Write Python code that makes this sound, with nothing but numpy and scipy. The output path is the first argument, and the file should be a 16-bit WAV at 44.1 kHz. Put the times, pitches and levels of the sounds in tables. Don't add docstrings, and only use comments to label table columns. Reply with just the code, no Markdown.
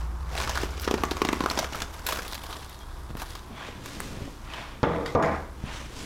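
import sys
import numpy as np
from scipy import signal
from scipy.io import wavfile
from scipy.ndimage import uniform_filter1d

SR = 44100
rng = np.random.default_rng(int(sys.argv[2]) if len(sys.argv) > 2 else 0)


def decibels_to_gain(level_db):
    exponent = np.asarray(level_db, float) / 20
    return 10 ** exponent


def dump_mix(stems):
    frames = np.atleast_2d(stems).T
    limited = np.clip(frames, -1, 1)
    pcm = np.round(limited * 32767).astype(np.int16)
    wavfile.write(sys.argv[1], SR, pcm)


N = 266893
T = np.arange(N) / SR

# (frequency [Hz], level per Hz [dB])
FILM = [(710, -10.5), (1200, -15), (1330, -6), (1550, -1.5), (1890, -6), (2270, -5), (6030, -9),
        (10000, -22), (13000, -49), (22000, -120)]
# (frequency [Hz], level per Hz [dB])
FIZZ = [(4120, -37), (7000, -5), (8880, -3), (12300, 5.5), (15200, -1.5), (16000, -1), (16300, -32)]
# (frequency [Hz], level per Hz [dB])
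CUTLERY = [(2500, 0.5), (3300, -2), (5000, -6.5), (7000, -10.5), (9000, -17), (13000, -23), (16000, -32)]


def evened(x):
    return x / np.sqrt(np.mean(x ** 2) + 1e-20)


def peaked(x):
    return x / abs(x).max()


def read(points, hz):
    f, value = np.transpose(points)
    return np.interp(np.log(hz + 1), np.log(f + 1), value)


def colour(x, points):
    hz = abs(np.fft.fftfreq(4096, 1 / SR))
    log_gain = np.log(decibels_to_gain(read(points, hz)))
    taps = np.fft.ifft(np.exp(np.conj(signal.hilbert(log_gain)))).real[:2048]
    return signal.oaconvolve(x, taps)[:len(x)]


def ring(x, modes):
    out = 0
    for k, (hz, width, db) in enumerate(modes):
        pole = np.exp((2j * np.pi * hz - np.pi * width) / SR)
        mode = signal.lfilter([1], [1, -pole], x + 0j).imag
        out = out + (-1) ** k * decibels_to_gain(db) * (1 - abs(pole)) * mode
    return out


def add(mix, s, sound):
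    part = mix[round(s * SR):][:len(sound)]
    part += sound[:len(part)]


def wander(per_s):
    rates = np.geomspace(per_s / 10, per_s, 12)
    return evened(sum(np.sin(2 * np.pi * (f * T + rng.random())) / np.sqrt(f) for f in rates))


def gestures(rows):
    s, db, rise, fall, *rest = np.transpose(rows)[:, :, None]
    drop_db = 20 * np.maximum((s - T) / rise, (T - s) / fall)
    power = decibels_to_gain(2 * (db - drop_db)) + 1e-30
    total = power.sum(0)
    return [10 * np.log10(total)] + [(power * v).sum(0) / total for v in rest]


def grains(per_s, spread_db, decay_ms, clump_db, clump_ms, cycles=0, count=24):
    size = decibels_to_gain(spread_db * np.minimum(rng.exponential(1, N), 4)) * (rng.random(N) < per_s / SR)
    width = max(int(clump_ms * SR / 1000), 1)
    clumps = evened(uniform_filter1d(rng.standard_normal(N), width, mode="wrap"))
    size = size * decibels_to_gain(clump_db * np.clip(clumps, -2, 2))
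    kind, t = rng.integers(0, count, N), T[:400]
    shapes = rng.standard_normal((count, len(t))) * np.exp(-t * 1000 / decay_ms)
    if cycles:
        hz = np.geomspace(900, 14000, count)[:, None]
        tones = np.sin(2 * np.pi * hz * t) * np.exp(-t * hz / cycles) * np.sqrt(hz / 3000)
        shapes = 1.26 * shapes + tones
    return evened(sum(signal.oaconvolve(size * (kind == k), shapes[k])[:N] for k in range(count)))


def air():
    # (frequency [Hz], level per Hz [dB])
    hiss = [(47, -23.5), (80, 4), (249, -11.5), (318, -3.5), (580, -18), (1080, -9), (2250, -25),
            (3220, -28), (3440, -26), (12200, -31.5), (16300, -41)]
    return decibels_to_gain(-49) * evened(colour(rng.standard_normal(N), hiss))


def car():
    drones = [59, 76]
    # (frequency [Hz], width [Hz], level under the lower drone [dB])
    overtones = [(119.5, 1, -15.5), (153, 4.7, -18)]
    # (frequency [Hz], level per Hz [dB])
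    tyres = [(90, 7.5), (200, 2), (400, -1.5), (650, -2.5), (1000, 7), (1350, -1.5), (2000, -15),
             (5000, -42)]
    # (peak time [s], level [dB], rise [s], fall [s])
    lower = [
        (0.0, -32, .1, 0.73),
        (0.6, -35, 16, 2.5),
        (2.09, -43, 0.14, 0.7),
        (3.07, -41, 0.73, 0.56),
        (4.72, -47, 4, 0.33),
        (5.06, -49, 0.14, 1.5),
        (5.85, -41.5, 1.4, 0.17),
    ]
    # (peak time [s], level [dB], rise [s], fall
    # [s])
    upper = [
        (0.62, -37.5, 1.5, 2.7),
        (2.09, -52, 3.6, 0.36),
        (3.07, -45.5, 0.45, 1.6),
        (4.21, -56, 0.92, 1.1),
        (4.87, -30.5, 0.019, 0.21),
        (5.22, -35.5, 0.093, 0.54),
        (5.6, -52, .3, .3),
        (6.05, -46, 0.21, .3),
    ]
    noise = rng.standard_normal((3, N))
    low, high = (np.sqrt(2) * decibels_to_gain(0.38 * wander(7.1)) * np.sin(2 * np.pi * hz * T + 1.15 * wander(7.8))
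                 for hz in drones)
    for hz, width, db in overtones:
        low += decibels_to_gain(db) * evened(ring(noise[0], [(hz, width, 0)]))
    lump = [(33.4, 9.6, 0)]
    rumble = evened(ring(ring(noise[1], lump), lump))
    roar = decibels_to_gain(-46 - 2.13 * T) * evened(colour(noise[2], tyres))
    engine = decibels_to_gain(gestures(lower)[0]) * low + decibels_to_gain(gestures(upper)[0]) * high
    return engine + roar + decibels_to_gain(-47) * rumble


def kitchen(x):
    # (frequency [Hz], time to die by 60 dB [s])
    decay = [(200, 0.38), (1000, 0.28), (4000, 0.21), (12000, 0.28)]
    taps = np.zeros(SR // 2)
    at = np.arange(180, len(taps) - 20, 20)
    taps[at + rng.integers(0, 20, len(at))] = rng.choice([-1., 1.], len(at))
    hz, t, z = signal.stft(taps, SR, nperseg=256)
    fading = z * decibels_to_gain(-60 * t / read(decay, hz)[:, None])
    tail = signal.istft(fading, SR, nperseg=256)[1]
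    return signal.fftconvolve(x, tail / np.linalg.norm(tail))[:N]


def slippers():
    # (frequency [Hz], level per Hz [dB])
    sole = [(290, -76), (500, -11), (635, -7.5), (765, -6), (959, -1.5), (1720, -8), (1820, -6), (3010, -9),
            (12000, -39), (15600, -43), (22000, -120)]
    # (peak time [s], level [dB], rise [s], fall [s], bright hiss [dB rel])
    strokes = [
        (3.565, -45, 0.042, 0.18, -5),
        (3.63, -43, 0.2, 0.23, -6),
        (3.665, -44, 0.12, 0.19, 22),
        (3.97, -63, 0.064, 2.5, -3),
        (4.27, -48, 1, 0.053, -5),
        (4.56, -37, 0.14, 0.27, -29),
        (5.70, -40, 0.092, 0.12, 2),
        (5.74, -41, 0.17, 0.29, 23.5),
    ]
    # (peak time [s], level [dB], rise [s], fall [s])
    footfalls = [
        (3.51, -42, 0.036, 0.08),
        (3.6, -52, 0.081, 0.42),
        (3.81, -51, 0.21, 0.17),
        (3.97, -45.5, 0.24, 0.8),
        (4.28, -40.5, 0.93, 0.051),
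        (4.6, -47, 0.35, 0.11),
        (4.8, -50, 0.37, 0.041),
        (5.73, -49.5, 1, 0.53),
        (6.04, -41, 0.3, 0.11),
    ]
    db, bright_db = gestures(strokes)
    grit = grains(6000, spread_db=0.0, decay_ms=1.0, clump_db=1.5, clump_ms=5.7)
    weight = ring(grit, [(143, 105, -8.0), (257, 83, -4.0), (383, 680, -13)])
    bright = [(6600, 7500, 0)]
    hiss = ring(ring(grit, bright), bright)
    sound = decibels_to_gain(0.5) * evened(colour(grit, sole)) + decibels_to_gain(bright_db - 29.5) * evened(hiss)
    return decibels_to_gain(uniform_filter1d(db, 600)) * sound + decibels_to_gain(gestures(footfalls)[0] + 2.0) * evened(weight)


def ticks():
    # (time [s], peak level [dB], pitch [Hz], time to die by 60 dB [s], crack [dB rel])
    touches = [(3.627, -33, 1710, 0.037, -15), (3.6894, -45, 2050, 0.032, -1),
               (4.5014, -42.5, 2580, 0.018, 9), (4.537, -27, 3030, 0.018, 2.5),
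               (5.06, -29.5, 1880, 0.046, 9.5), (5.061, -35, 3750, 0.032, -9),
               (5.062, -30.5, 4620, 0.022, -9), (5.225, -36, 6730, 0.071, 5), (5.245, -41, 7000, 0.078, 0),
               (5.66, -46, 9600, 0.011, 7), (5.0844, -36.5, 2080, 0.09, 4),
               (5.225, -21.5, 1635, 0.069, 5.5), (5.238, -19, 2050, 0.067, -22),
               (5.769, -43, 3600, 0.04, 3)]
    out, t = np.zeros(N), T[:8000]
    for s, db, hz, t60, crack_db in touches:
        crack = decibels_to_gain(crack_db) * evened(colour(rng.standard_normal(len(t)), CUTLERY)) * 0.29
        add(out, s, decibels_to_gain(db - 60 * t / t60) * (np.sin(2 * np.pi * hz * t) + crack))
    return out


def thumps():
    # (time [s], peak level [dB], pitch [Hz], time to die by 60 dB [s])
    contacts = [
        (3.688, -22, 450, 0.0066),
        (4.219, -25, 103, 0.044),
        (5.639, -15.5, 151, 0.019),
    ]
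    out, t = np.zeros(N), T[:8000]
    for s, db, hz, t60 in contacts:
        add(out, s, -decibels_to_gain(db - 60 * t / t60) * np.sin(2 * np.pi * hz * t))
    return out


def taps():
    # (time [s], peak level [dB], pitch [Hz], time to die by 60 dB [s])
    fingertips = [
        (3.091, -36, 300, 0.0042),
        (3.0965, -31, 110, 0.019),
        (3.1048, -26, 110, 0.026),
        (3.1111, -29, 200, 0.0088),
        (3.153, -20, 110, 0.017),
    ]
    out, t = np.zeros(N), T[:8000]
    for s, db, hz, t60 in fingertips:
        onset = 1 - np.exp(-t / 0.00008)
        add(out, s, -decibels_to_gain(db - 60 * t / t60) * np.cos(2 * np.pi * hz * t) * onset)
    return out


def squeaks():
    # (time [s], level [dB], pitch [Hz], length [s])
    slips = [
        (2.801, -52, 3270, 0.05),
        (3.558, -49.5, 3410, 0.024),
        (3.582, -53, 3400, 0.04),
        (3.46, -77, 14780, .15),
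    ]
    out, t = np.zeros(N), T[:8000]
    for s, db, hz, length in slips:
        swell = signal.windows.tukey(int(length * SR), .5)
        tone = np.sin(2 * np.pi * hz * t + 0.44 * wander(57)[:len(t)])
        tone = decibels_to_gain(1.6 * wander(83)[:len(t)]) * tone
        add(out, s, decibels_to_gain(db) * swell * tone[:len(swell)])
    return out


def drawer():
    # (peak time [s], level [dB], rise [s], fall [s], rattle [dB rel])
    rolls = [
        [(4.84, -10, 0.024, 0.05, -13.5), (4.875, -16.5, 0.014, 0.1, -15.5), (4.93, -26.5, 0.087, 0.24, -10),
         (4.985, -31.5, 0.091, 0.11, -28), (5.06, -41, 0.035, 0.1, -14)],
        [(5.16, -10, 0.043, 0.057, -21.5), (5.21, -16, 0.095, 0.084, -21.5), (5.24, -16, 0.067, 0.077, -3.5),
         (5.278, -20, 0.072, 0.12, -10), (5.33, -26, .2, 0.052, -4.5), (5.36, -37.5, 0.055, 0.15, 2)],
    ]
    # (time [s], peak level [dB], crack [dB rel])
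    knocks = [
        (4.8309, -0.5, -19.5),
        (5.1498, -9, -14.5),
    ]
    # (frequency [Hz], width [Hz], level [dB])
    panel_sets = [
        [(165, 34, 2.5), (300, 70, -2), (490, 74, 3), (634, 120, -3), (874, 90, -4.5), (1000, 90, -6.5),
         (1240, 260, -10)],
        [(75, 6.6, 3.5), (161, 64, -3), (302, 52, 0.5), (472, 77, 1.5), (684, 84, 0.5), (784, 64, 1),
         (1035, 230, -1), (1280, 300, -10)],
    ]
    # (frequency [Hz], width [Hz], level [dB])
    frames = [
        [(170, 46, 0), (304, 57, 12.5), (472, 27, -18), (640, 120, 2), (1000, 150, 4), (1260, 210, 1)],
        [(165, 39, 14), (300, 70, 10), (532, 90, 15), (700, 62, -11), (1000, 73, 6), (1300, 250, -12)],
    ]
    # (frequency [Hz], width [Hz], level [dB])
    rattles = [
        [(1520, 700, 1.5), (1930, 440, 1.5), (2740, 850, -5), (3600, 760, -5)],
        [(1520, 520, 6.5), (2050, 620, 2), (2350, 270, 0.5), (3100, 710, -32)],
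    ]
    # (pitch at the knock [Hz], glide [Hz per s])
    groans = [
        (486, -85),
        (660, -60),
    ]
    # (peak time [s], level [dB], rise [s], fall [s])
    songs = [
        [(4.878, -22, .06, 0.043), (4.93, -30, .06, .06), (4.982, -34.5, 0.04, 0.073), (5.045, -34, .08, 0.062)],
        [(5.235, -21, 0.033, 0.064), (5.28, -26, .06, 0.059)],
    ]
    # (peak time [s], level [dB], rise [s], fall [s])
    jingles = [
        (4.836, -41.5, .002, 0.34),
        (5.06, -45.5, 0.0097, 0.47),
        (5.156, -48, .003, .15),
        (5.238, -36, .015, 0.19),
        (5.33, -46, 0.22, 0.11),
    ]
    out, t_ms = np.zeros(N), np.arange(4000) * 1000 / SR
    runners = grains(1500, spread_db=-0.5, decay_ms=0.76, clump_db=-0.5, clump_ms=27.0)
    blow = np.exp(-((t_ms - .6) / 0.21) ** 2)
    knock_colour = CUTLERY[:4] + [(9000, -50), (13000, -64)]
    travels = zip(rolls, knocks, panel_sets, frames, rattles, groans, songs)
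    for rows, (s, db, crack_db), panels, frame, rattle, (groan_hz, glide), song in travels:
        roll_db, rattle_db = gestures(rows)
        wood = signal.lfilter([1], [1, -.8], ring(runners, panels))
        flutter, sway = wander(30), wander(25)
        wood = np.interp(T + 0.00044 * sway, T, wood)
        cycles = (groan_hz + glide * (T - s) / 2) * (T - s)
        groan = np.sqrt(2) * np.sin(2 * np.pi * cycles + 0.5 * sway)
        out += decibels_to_gain(gestures(song)[0] + 1.8 * flutter) * groan * (T > s)
        contents = decibels_to_gain(rattle_db) * evened(ring(ring(runners, rattle), [(2300, 1100, 0)]))
        level = uniform_filter1d(decibels_to_gain(roll_db) * (T > s + .002), 120)
        out += level * (evened(wood) + contents)
        crack = colour(rng.standard_normal(len(t_ms)) * np.exp(-t_ms / 5.2), knock_colour)
        struck = sum(ring(blow, [mode]) for mode in frame)
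        add(out, s, decibels_to_gain(db) * (decibels_to_gain(crack_db) * peaked(crack) - peaked(struck)))
    return out + decibels_to_gain(gestures(jingles)[0]) * evened(colour(runners, CUTLERY))


def brush():
    # (peak time [s], level [dB], rise [s], fall [s], top fizz [dB rel])
    strokes = [
        (3.852, -45.5, 0.065, 1, -33),
        (3.93, -46, 0.096, 0.11, -15),
        (4.004, -39, 0.01, 0.026, 6),
        (4.03, -42.5, .03, 0.14, -27),
        (5.99, -41, 0.11, 0.66, -22),
    ]
    # (frequency [Hz], level per Hz [dB])
    brushed = [(590, -26), (1000, -3.5), (1770, -6.5), (2310, -6), (6930, -10.5), (8250, -13),
               (10000, -15.5), (15500, -24), (22000, -120)]
    # (frequency [Hz], level [dB])
    flick = [(150, -41), (400, 12), (1800, 19), (2600, 2), (5000, -63), (8000, 15), (13000, -7),
             (17000, -34)]
    db, fizz_db = gestures(strokes)
    fibres = grains(9000, spread_db=2.5, decay_ms=0.18, clump_db=1.2, clump_ms=8)
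    swish = evened(colour(fibres, brushed)) + decibels_to_gain(fizz_db) * evened(colour(fibres, FIZZ))
    out = decibels_to_gain(uniform_filter1d(db, 300)) * swish
    add(out, 4.0033, -decibels_to_gain(-16) * peaked(colour(signal.unit_impulse(2048), flick)))
    return out


def crackle():
    # (peak time [s], level [dB], rise [s], fall [s], sheet ring [dB rel])
    pulls = [(0.0, -45.5, .1, 0.16, -12), (0.402, -35, 0.12, 0.66, -0.5), (0.64, -36, 0.42, 0.038, -1),
             (0.845, -36.5, 0.083, 0.049, -6), (0.9, -43, 0.056, 2.9, 2.5), (1.628, -36, 0.57, 0.079, 1),
             (1.83, -40.5, 0.36, 0.061, 1), (1.93, -49.5, 0.11, 0.88, -1), (2.074, -35.5, 0.029, 0.42, -1),
             (2.358, -66, .3, 2.2, -23), (2.524, -42.5, 0.17, 0.2, 3), (3.214, -43, 0.083, 0.1, -0.5),
             (3.3, -43, 0.067, 0.1, -6), (3.39, -53, 0.2, 0.13, -10)]
    # (frequency [Hz], level per Hz [dB])
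    slack = [(880, -43), (1500, -4), (2140, -7.5), (2970, -6.5), (3450, 0), (6830, -10), (10000, -11),
             (13000, -29), (22000, -120)]
    # (frequency [Hz], width [Hz], level [dB])
    taut = [(1080, 310, 9), (1510, 150, -4), (690, 460, 13)]
    rip_s, tear_s = 1.9, 2.28
    db, sheet_db = gestures(pulls)
    fizz_db = np.where(T < rip_s, -17, -11.5)
    creasing = grains(2000, spread_db=2.0, decay_ms=0.58, clump_db=2.0, clump_ms=13.0, cycles=3.3)
    sound = np.where(T < tear_s, evened(colour(creasing, FILM)), evened(colour(creasing, slack)))
    sound += decibels_to_gain(fizz_db) * evened(colour(creasing, FIZZ))
    sound += decibels_to_gain(sheet_db) * evened(ring(ring(creasing, taut), [(1200, 1900, 0)]))
    return decibels_to_gain(uniform_filter1d(db, 300) - 1.5) * sound


def snap(db, tube_db, sheet_db, sheet_hz, fizz_db, sag=0, ms=0, crack_hz=0, dull=0, rise_ms=0.069):
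    # (frequency [Hz], width [Hz], level [dB])
    tube = [(417, 142, 7.5), (191, 390, 4), (494, 180, -6), (1080, 140, -17)]
    t_ms = np.arange(2000) * 1000 / SR
    noise, chance = rng.standard_normal((2, len(t_ms))), rng.random(3)
    ms = ms or 4.8 + 5.5 * chance[0]
    fade = np.exp(-t_ms / ms) + 2.05 * np.exp(-t_ms / 0.22)
    crack = noise[0] * decibels_to_gain(7.1 * noise[1]) * fade * np.minimum(t_ms / rise_ms, 1)
    crack = signal.lfilter([1], [1, -dull], crack)
    crack_hz = crack_hz or 2200 + 2000 * chance[1]
    patch = ring(crack, [(crack_hz, 800, 0), (4500 + 2500 * chance[2], 800, -7)])
    sound = peaked(evened(colour(crack, FILM)) + 0.62 * evened(patch))
    sound += decibels_to_gain(fizz_db) * peaked(colour(crack, FIZZ))
    push = -np.exp(-((t_ms - .7) / 0.15) ** 2)
    rebound = np.roll(push, round(0.0013 * SR))
    sagging = [(hz * (1 - sag), width, mode_db) for hz, width, mode_db in tube]
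    sound += decibels_to_gain(tube_db) * peaked(ring(0.78 * push - rebound, sagging))
    sheet = [(sheet_hz, 250, 0), (1.5 * sheet_hz, 400, -9)]
    sound += decibels_to_gain(sheet_db) * peaked(ring(signal.lfilter([1, -.9], [1], push) + 0.16 * crack, sheet))
    return decibels_to_gain(db) * sound


def prick(db, fizz_db, crack_hz):
    return snap(db, -30.5, -23, 1500, fizz_db, ms=3.5, crack_hz=crack_hz)


def flecks():
    # (time [s], peak level [dB], top fizz [dB rel], crack pitch [Hz])
    specks = [(0.4155, -32, -20, 5200), (0.617, -30, -24, 5200), (0.705, -41, -8, 5000),
              (0.74, -49, -10, 3500), (0.81, -33, 0, 8000), (1.5003, -19, -18, 4200),
              (1.045, -30, -18, 3200), (1.101, -39, -14, 3000), (1.133, -32, -14, 4500),
              (1.944, -35, -8, 6000), (1.417, -27, -20, 4000), (1.491, -31, -10, 6500),
              (1.515, -20, -12, 5490), (1.535, -30, -14, 4500), (1.567, -36, -9, 6000),
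              (1.593, -17, -9, 4500), (2.79, -38, -10, 5600), (0.4325, -24, -18, 5800),
              (1.281, -30, -6, 6500), (1.342, -30, -6, 7000), (2.1235, -21, -14, 3000),
              (1.994, -36, -6, 6000)]
    out = np.zeros(N)
    for s, db, fizz_db, crack_hz in specks:
        add(out, s, prick(db, fizz_db, crack_hz))
    return out


def pricks():
    # (time [s], peak level [dB], top fizz [dB rel], crack pitch [Hz])
    peels = [(0.3774, -16.5, -28, 2540), (0.439, -20, -22, 2830), (0.547, -29, -21, 2710),
             (0.5974, -32, -16, 3220), (0.6464, -29, -20, 2690), (0.7972, -24.5, -9, 4900),
             (0.8352, -27, -18, 3110), (0.849, -23, -16, 3300), (1.111, -15.5, -18, 3940),
             (1.1156, -29, -20, 3640), (1.2696, -23, -24, 3850), (1.2882, -12, -29, 2500),
             (1.579, -23, -10, 6000), (1.704, -34, -25, 3830), (1.7317, -26, -12, 3100),
             (1.7556, -27, -5, 5450), (1.788, -30, -12, 2540), (1.9096, -44, -16, 2500),
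             (1.964, -35, -22, 2640), (2.1313, -25, -19, 3530), (2.146, -32, -11, 3430),
             (2.1577, -26, -10, 3000), (2.208, -34, -19, 2850), (2.221, -27, -19, 3410),
             (2.2795, -26, -5, 3920), (2.315, -30, -8, 3970), (2.332, -20.5, -20, 3650),
             (2.352, -23, -13, 4310), (2.392, -34.5, -17, 4300), (2.4179, -32, -16, 3270),
             (2.464, -32, -12, 3650), (2.507, -36, -8, 3640), (2.5173, -37, -20, 3920),
             (2.567, -29.5, -17, 3560), (2.6074, -35, -21, 3370), (2.646, -31, -10, 4320),
             (2.695, -38.5, 0, 4100), (2.729, -36, -17, 4050), (3.2734, -46, -15, 3260),
             (3.3264, -47, -10, 3150), (3.366, -41, -18, 3630), (3.392, -36, -20, 3500),
             (3.5617, -42, -24, 3390)]
    out = np.zeros(N)
    for s, db, fizz_db, crack_hz in peels:
        add(out, s, prick(db, fizz_db, crack_hz))
    return out


def rips():
    # (time [s], snap peak level [dB], sheet ring [dB rel], top fizz [dB rel])
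    tugs = [(0.8167, -33, -16, 4), (2.065, -16.5, -31, -0.5), (2.087, -17.5, -6, -6),
            (2.1224, -21, 2.5, -9), (2.1691, -22.5, -2.5, -9), (2.1889, -18.5, -6.5, -26),
            (2.2489, -27, -7, -21), (2.3225, -26.5, -4, -7), (2.3436, -27, -10, -6), (2.3772, -28, -9, -13),
            (2.4353, -30, -7, -7), (2.5264, -24, -4, -15), (2.626, -31.5, -22, -26),
            (2.7432, -38, -14, -11), (3.169, -33.5, 0, -3), (3.1965, -30.5, -26, -10),
            (3.2178, -24.5, -1.5, -6), (3.351, -27.5, -4.5, -12), (3.8583, -26.5, -6.5, -7)]
    out = np.zeros(N)
    for s, db, sheet_db, fizz_db in tugs:
        add(out, s, snap(db, -30.5, sheet_db, rng.uniform(910, 1500), fizz_db, rise_ms=1.2))
    return out


def creases():
    # (time [s], snap peak level [dB], sheet ring [dB rel], sheet pitch [Hz], crack pitch [Hz])
    folds = [(0.331, -32, -2, 776, 2950), (0.352, -27, 2, 700, 2300), (0.3657, -27, -7, 1520, 2300),
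             (0.3828, -19.5, -8, 860, 3400), (0.401, -22, 0, 1030, 2400), (0.4145, -20, -2, 1510, 2610),
             (0.422, -22, -0.5, 1030, 5800), (0.4323, -32, 5, 990, 6000), (0.475, -23, 2.5, 1300, 2670),
             (0.4943, -17, -8.5, 1070, 5000), (0.51, -26.5, 3, 1580, 2500), (0.554, -21.5, -1, 1500, 4470),
             (0.5742, -20, 6, 1510, 3500), (0.6142, -30.5, -1, 1030, 5200), (1.0518, -25, -2, 895, 6000),
             (1.1686, -24.5, 0.5, 1140, 2350), (1.46, -13.5, 4.5, 1045, 2450),
             (1.4995, -14, -21, 900, 4300), (1.5895, -11.5, -5.5, 705, 5550), (1.6271, -28, 4, 750, 5500),
             (1.6436, -23, -2, 1500, 3700), (1.803, -23, -25, 1660, 2360), (1.8193, -13.5, -9, 1520, 3340),
             (1.939, -33.5, -13, 1140, 3820)]
    out = np.zeros(N)
    for s, db, sheet_db, hz, crack_hz in folds:
        add(out, s, snap(db, -28, sheet_db, hz, fizz_db=-14, ms=4.8, crack_hz=crack_hz))
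    return out


def jerks():
    # (time [s], snap peak level [dB], pop [dB rel], sheet pitch [Hz], crack pitch [Hz])
    tugs = [(0.633, -23.5, 4.5, 885, 2690), (0.777, -31.5, -2, 1230, 2770),
            (0.8753, -15.5, -0.5, 1240, 3270), (0.9102, -13.5, 1, 1100, 3140),
            (0.9395, -13.5, 4.5, 960, 2300), (0.977, -25.5, -3, 1000, 2460),
            (1.035, -9.5, -2.5, 1190, 2290), (1.1138, -20.5, 1.5, 880, 4100), (1.2171, -8.5, 0, 1150, 2520),
            (1.249, -11, -4.5, 1080, 2370), (1.2876, -14, 1, 1080, 2300), (1.3291, -12.5, -0.5, 1080, 2260),
            (1.405, -15.5, 0.5, 1030, 2040), (1.4371, -22, 2, 1050, 4200), (1.5097, -15, -8, 1130, 2200),
            (1.5738, -20.5, -1, 945, 4320), (1.7231, -27.5, -5, 800, 5540), (1.7464, -22, -13, 1430, 2030)]
    out = np.zeros(N)
    for s, db, pop_db, hz, crack_hz in tugs:
        sag = np.clip(0.49 * (s - 0.96), 0, 0.25)
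        add(out, s, snap(db, pop_db, -1.5, hz, fizz_db=-17.5, sag=sag, ms=4.8, crack_hz=crack_hz,
                         dull=0.48, rise_ms=1))
    return out


def scene():
    near = jerks() + creases() + rips() + pricks() + crackle() + brush()
    far = slippers() + ticks() + thumps() + taps() + squeaks() + drawer()
    echoes = kitchen(decibels_to_gain(-10.5) * near + decibels_to_gain(-10.0) * far)
    return (near + far + echoes + car() + air() + flecks())[None]


def roll_off(x):
    return signal.sosfilt(signal.butter(12, 15850, fs=SR, output="sos"), x)


def record(dry):
    power = signal.lfilter([.001], [1, -.999], dry[0] ** 2)
    power_db = 10 * np.log10(abs(power) + 1e-12)
    over_db = np.maximum(power_db + 27, 0)
    ducked = dry / decibels_to_gain(.6 * over_db)
    ceiling = .4
    return roll_off(ceiling * np.tanh(ducked / ceiling))


dry = scene()
out = record(dry)
dump_mix(out)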